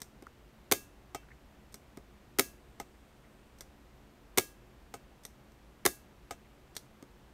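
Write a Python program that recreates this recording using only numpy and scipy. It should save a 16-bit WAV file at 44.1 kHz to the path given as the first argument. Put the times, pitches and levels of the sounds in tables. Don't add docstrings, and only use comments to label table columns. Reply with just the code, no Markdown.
import sys
import numpy as np
from scipy import signal
from scipy.fft import rfft, irfft, next_fast_len
from scipy.io import wavfile

SR = 44100
rng = np.random.default_rng(int(sys.argv[2]) if len(sys.argv) > 2 else 0)


def pcm_store(signal):
    levels = np.round(np.clip(np.atleast_2d(signal), -1, 1) * 32767)
    wavfile.write(sys.argv[1], SR, levels.astype(np.int16).T)


N = 323253
T = np.arange(SR // 2) / SR


def amp(db):
    return 10 ** (np.asarray(db) / 20)


def along(points, hz):
    f, values = np.transpose(points)
    return np.interp(np.log(hz + 1), np.log(f + 1), values)


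def fade(t60_s):
    return np.exp(-np.log(1000) * T / t60_s)


def swell(rise_s):
    return 1 - np.exp(-T / rise_s)


def add(track, start_s, sound):
    part = track[max(round(start_s * SR), 0):][:len(sound)]
    part += sound[:len(part)]


def filtered(x, response):
    size = next_fast_len(len(x) + 8192)
    return irfft(rfft(x, size) * response(np.fft.rfftfreq(size, 1 / SR)), size)[:len(x)]


def butter(x, order, hz, kind):
    return signal.sosfilt(signal.butter(order, hz, kind, fs=SR, output="sos"), x)


def noise(response, size):
    x = filtered(rng.standard_normal(size), response)
    return x / np.sqrt(np.mean(x ** 2) + 1e-20)


def narrow(hz, width_hz, size):
    return noise(lambda f: 1 / (1 + ((f - hz) / width_hz) ** 2), size)


def broad_colour(x):
    f = np.fft.rfftfreq(len(x), 1 / SR)
    energy = np.cumsum(abs(rfft(x)) ** 2) * f[1]
    reach_hz = f / 8 + 40
    power = (np.interp(f + reach_hz, f, energy) - np.interp(f - reach_hz, f, energy)) / (2 * reach_hz)
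    return lambda hz: np.interp(hz, f, np.sqrt(abs(power) + 1e-20))


# f/Hz, relative density/dB
AIR_COLOUR = [(20, -13.5), (45, -2), (68, -2), (90, -12.5), (130, -9.5), (400, -14.5), (700, -16.5),
              (1300, -21.5), (2800, -27), (5000, -34), (8600, -37.5), (10400, -41.5), (12000, -37.5),
              (15500, -43)]
# f/Hz, rms level/dB
HUM_LINES = [(55, -65.5), (128, -70.5), (212, -70), (288, -73.5), (361, -73.5)]


def room_tone():
    air = amp(-60) * noise(lambda hz: amp(along(AIR_COLOUR, hz)), N)
    return air + sum(amp(db) * narrow(hz, width_hz=9, size=N) for hz, db in HUM_LINES)


# delay/s, level/dB
EARLY_ECHOES = [(.0031, -10), (0.0128, -15), (0.0152, -22.5), (.0255, -26)]
# f/Hz, t60/s
TAIL_DECAY = [(150, 0.27), (1000, 0.0864), (4000, 0.29), (8000, 0.29), (15000, 0.24)]
# f/Hz, level/dB
TAIL_COLOUR = [(100, 0.5), (400, 2), (1000, -1.5), (3000, -7.5), (7000, -3), (15000, 0.5)]


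def room(click, wet_db, build_s):
    treble = butter(click, 1, 1500, "high")
    out = click.copy()
    for delay_s, db in EARLY_ECHOES:
        add(out, delay_s * (1 + .017 * rng.normal()), amp(db) * treble)
    hz, t, bands = signal.stft(rng.standard_normal(len(T)), SR, nperseg=256)
    decay = np.exp(-np.log(1000) * t / along(TAIL_DECAY, hz)[:, None])
    bands = bands * decay * amp(along(TAIL_COLOUR, hz))[:, None]
    tail = signal.istft(bands, SR, nperseg=256)[1][:len(T)] * swell(build_s)
    tail /= np.linalg.norm(tail)
    colour = broad_colour(click)
    return out + amp(wet_db) * filtered(tail, lambda f: colour(f) * plates(f))


# t/s, level/dB, length/s
SCUFFS = [(.268, -48.5, 0.0066), (1.231, -63, 0.01), (1.285, -59, 0.0097), (1.303, -57.5, 0.013),
          (1.313, -57.5, 0.017), (3.234, -67.5, 0.045), (6.444, -66, .025)]


def fingers():
    slide_start_s, slide_end_s, slide_fade_s = 2.55, 3.62, .1
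    full_speed_hz, speed_up_s = 2030, .0057
    t = np.arange(N) / SR
    sliding = np.clip(np.minimum(t - slide_start_s, slide_end_s - t) / slide_fade_s, 0, 1)
    out = amp(-85.5) * sliding * narrow(8400, width_hz=700, size=N)
    for start_s, db, length_s in SCUFFS:
        stroke = 4 * T / length_s * np.exp(1 - 4 * T / length_s)
        hz = full_speed_hz * (1 - np.exp(-length_s / speed_up_s))
        add(out, start_s, amp(db) * stroke * narrow(hz, width_hz=280, size=len(T)))
    return out


# f/Hz, half-width/Hz, boost/dB
PLATE_PEAKS = [(3410, 55, 1), (4460, 60, 1.5), (5400, 140, 2), (6100, 110, 5), (6800, 51, 2.5),
               (7640, 68, 1), (9850, 73, 5.5), (13540, 62, 5.5), (13600, 59, 6.5)]


def plates(hz):
    return amp(sum(db / (1 + ((hz - centre) / width) ** 2) for centre, width, db in PLATE_PEAKS))


def crack(colour, t60_s, rattle_db, rattle_t60_s):
    envelope = (fade(t60_s) + amp(rattle_db) * fade(rattle_t60_s))[:SR // 10]
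    burst = envelope * rng.standard_normal(len(envelope))
    chance_colour = broad_colour(burst)
    burst = filtered(burst, lambda hz: amp(along(colour, hz)) * plates(hz) / chance_colour(hz))
    burst *= np.linalg.norm(envelope) / np.linalg.norm(burst)
    return np.pad(burst, (0, len(T) - len(burst)))


# f/Hz, t60/s, level struck inside/dB, level struck at button/dB
BODY_MODES = [(101, 0.089, -21, -22), (169, .06, -22.5, -31), (271, .065, -13, -14), (385, .066, -7, -12.5),
              (446, 0.046, -6, -9.5), (547, 0.071, -13, -18), (687, 0.07, -16, -10),
              (804.4, 0.029, -11.5, 0), (910, .025, -13, -20), (1130, 0.027, -10, -22),
              (1255.4, 0.041, -12.5, -4), (1515, 0.029, -16, -7), (1896, 0.011, -6, -1),
              (2136, 0.022, -2.5, -5)]


def knock(rise_s, at_button=False):
    out = np.zeros(len(T))
    for k, (hz, t60_s, inside_db, button_db) in enumerate(BODY_MODES):
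        db = (button_db if at_button else inside_db) + rng.normal()
        out += (-1) ** k * amp(db) * np.sin(2 * np.pi * hz * T) * fade(t60_s)
    return out * swell(rise_s)


def puff(hz, peak_s):
    u = T / peak_s
    return u ** 3 * np.exp(3 - 3 * u) * np.sin(2 * np.pi * hz * T)


# f/Hz, level/dB, t60/s
SPRING_MODES = [(1205, -3.5, 0.26), (1650, -0.5, 0.32), (2270, -1, .18), (2670, -4, .42), (3140, -2, 0.21),
                (3610, -1.5, .15), (4590, -2.5, 0.2), (5419, -1.5, 0.22), (6500, 2.5, .2), (7160, 0, .17),
                (8130, 1, 0.14), (8371, -1, .18), (9720, -3, .18), (11990, -5.5, .17), (14200, 1.5, .14)]


def springs():
    return sum(amp(db + rng.normal()) * np.sin(2 * np.pi * (hz * T + rng.random())) * fade(t60_s)
               for hz, db, t60_s in SPRING_MODES)


# t/s, click level/dB, slip lead/s
CATCHES = [(0.0178, -35, 0.015), (1.7429, -39, 0.019), (3.608, -39, 0.022), (5.2514, -36.5, 0.016),
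           (6.7659, -32, 0.014)]
# f/Hz, level/dB
LATCH_COLOUR = [(150, 3), (1200, -3), (2100, 1.5), (2500, -15), (3000, -19), (3350, 1.5), (4400, -2.5),
                (4900, -0.5), (5800, 3), (7300, -3), (8600, 5), (10400, -11.5), (12400, 0), (16000, -24)]


def latch():
    pawl_hz, bite_ref_db, bite_db_per_db = 5750, -31, 3
    out = np.zeros(N)
    for catch_s, db, lead_s in CATCHES:
        slip = crack(LATCH_COLOUR, t60_s=.041, rattle_db=-3, rattle_t60_s=.069)
        add(out, catch_s - lead_s, amp(db - 23.5) * slip)
        snap = crack(LATCH_COLOUR, t60_s=.0071, rattle_db=-9, rattle_t60_s=.042)
        snap += amp(-22) * np.sin(2 * np.pi * pawl_hz * T) * fade(.11)
        bite = narrow(4000, width_hz=730, size=len(T)) * fade(.029)
        snap += amp(bite_db_per_db * (db - bite_ref_db)) * bite
        jolt = knock(rise_s=.0041) + amp(-5) * puff(hz=226, peak_s=.0049)
        add(out, catch_s, room(amp(db) * snap + amp(-45.5) * jolt, wet_db=-15, build_s=.0043))
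    return out


# t/s, force re firm stop/dB
KNOB_STOPS = [(0.2242, -3), (0.268, -9.5), (1.9729, 1), (5.52, -13.5), (7.026, -2.5)]
# f/Hz, level/dB
CONTROL_COLOUR = [(150, 5.5), (700, 12.5), (2000, -2.5), (2600, -1.5), (4000, -1.5), (6300, 0.5),
                  (7300, -1.5), (8400, 2.5), (10500, -12.5), (13700, -4), (16000, -18)]


def knob():
    thud_db_per_db = 1.18
    out = np.zeros(N)
    for stop_s, force_db in KNOB_STOPS:
        thud = amp(-1.5) * knock(rise_s=.0088) + amp(-5.5) * puff(hz=272, peak_s=.0029)
        tick = crack(CONTROL_COLOUR, t60_s=.0054, rattle_db=-21, rattle_t60_s=.033)
        blow = amp(-42 + force_db) * tick + amp(-34.5 + thud_db_per_db * force_db) * thud
        add(out, stop_s, room(blow, wet_db=-20.5, build_s=.0034))
    return out


# t/s, click level/dB, ring gain re click/dB
BUTTON_RETURNS = [(1.147, -31.5, -21), (2.7995, -32, -31.5), (4.9398, -34.3, -28), (6.3086, -32, -29)]


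def button():
    travel_s = .0062
    out = np.zeros(N)
    for return_s, db, ring_db in BUTTON_RETURNS:
        ring = butter(springs(), 2, [2100, 3400], "band") * fade(.9)
        click = swell(.00064) * crack(CONTROL_COLOUR, t60_s=.011, rattle_db=-12, rattle_t60_s=.08)
        body = knock(rise_s=.0044, at_button=True)
        scrape = swell(.0053) * crack(CONTROL_COLOUR, t60_s=.032, rattle_db=-18, rattle_t60_s=.03)
        blow = click + amp(4) * body + amp(ring_db) * ring
        add(out, return_s - travel_s, amp(db - 27) * scrape)
        add(out, return_s, amp(db) * room(blow, wet_db=-17.5, build_s=.0072))
    return out


# first t/s, second t/s, bounce level/dB
LANDINGS = [(0.7143, 0.7217, -22.5), (2.3868, 2.3945, -19.5), (4.375, 4.383, -18.5), (5.8528, 5.8615, -25)]
# f/Hz, level/dB
CURTAIN_COLOUR = [(100, -17), (400, -2), (1000, 4), (2150, 1.5), (2500, -4.5), (3000, -2), (3500, 2),
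                  (4800, -2.5), (6400, 0), (9500, -1), (11000, -1.5), (14000, -2), (16000, -12.5)]


def shutter():
    first_db, second_db = -16, -12.5
    brush_lead_s, bounce_flight_s = .001, .0031
    out = np.zeros(N)
    for first_s, second_s, bounce_db in LANDINGS:
        first = swell(.00046) * crack(CURTAIN_COLOUR, t60_s=.01, rattle_db=-26.5, rattle_t60_s=.025)
        first += amp(-11.5) * knock(rise_s=.00057)
        add(first, .001, amp(-6) * puff(hz=363, peak_s=.0034))
        second = swell(.000052) * crack(CURTAIN_COLOUR, t60_s=.014, rattle_db=-24, rattle_t60_s=.04)
        second += amp(-5) * knock(rise_s=.00027) + amp(-36.5) * springs()
        add(second, .0005, amp(-14.5) * puff(hz=381.3, peak_s=.0044))
        add(out, first_s, amp(first_db) * room(first, wet_db=-13, build_s=.011))
        add(out, second_s, amp(second_db) * room(second, wet_db=-14.5, build_s=.0048))
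        bounce = crack(CURTAIN_COLOUR, t60_s=.0041, rattle_db=-27, rattle_t60_s=.03)
        add(out, second_s + bounce_flight_s, amp(bounce_db) * bounce)
        for landing_s in first_s, second_s:
            brush = crack(CURTAIN_COLOUR, t60_s=.0089, rattle_db=-24.5, rattle_t60_s=.02)
            add(out, landing_s - brush_lead_s, amp(-27.5) * swell(.00052) * brush)
    return butter(out, 1, 50, "high")


def scene():
    return (room_tone() + fingers() + latch() + knob() + button() + shutter())[None]


def record(dry):
    top_hz, edge_hz = 15750, 300
    return filtered(dry[0], lambda hz: np.clip((top_hz - hz) / edge_hz + .5, 0, 1))[None]


dry = scene()
out = record(dry)
pcm_store(out)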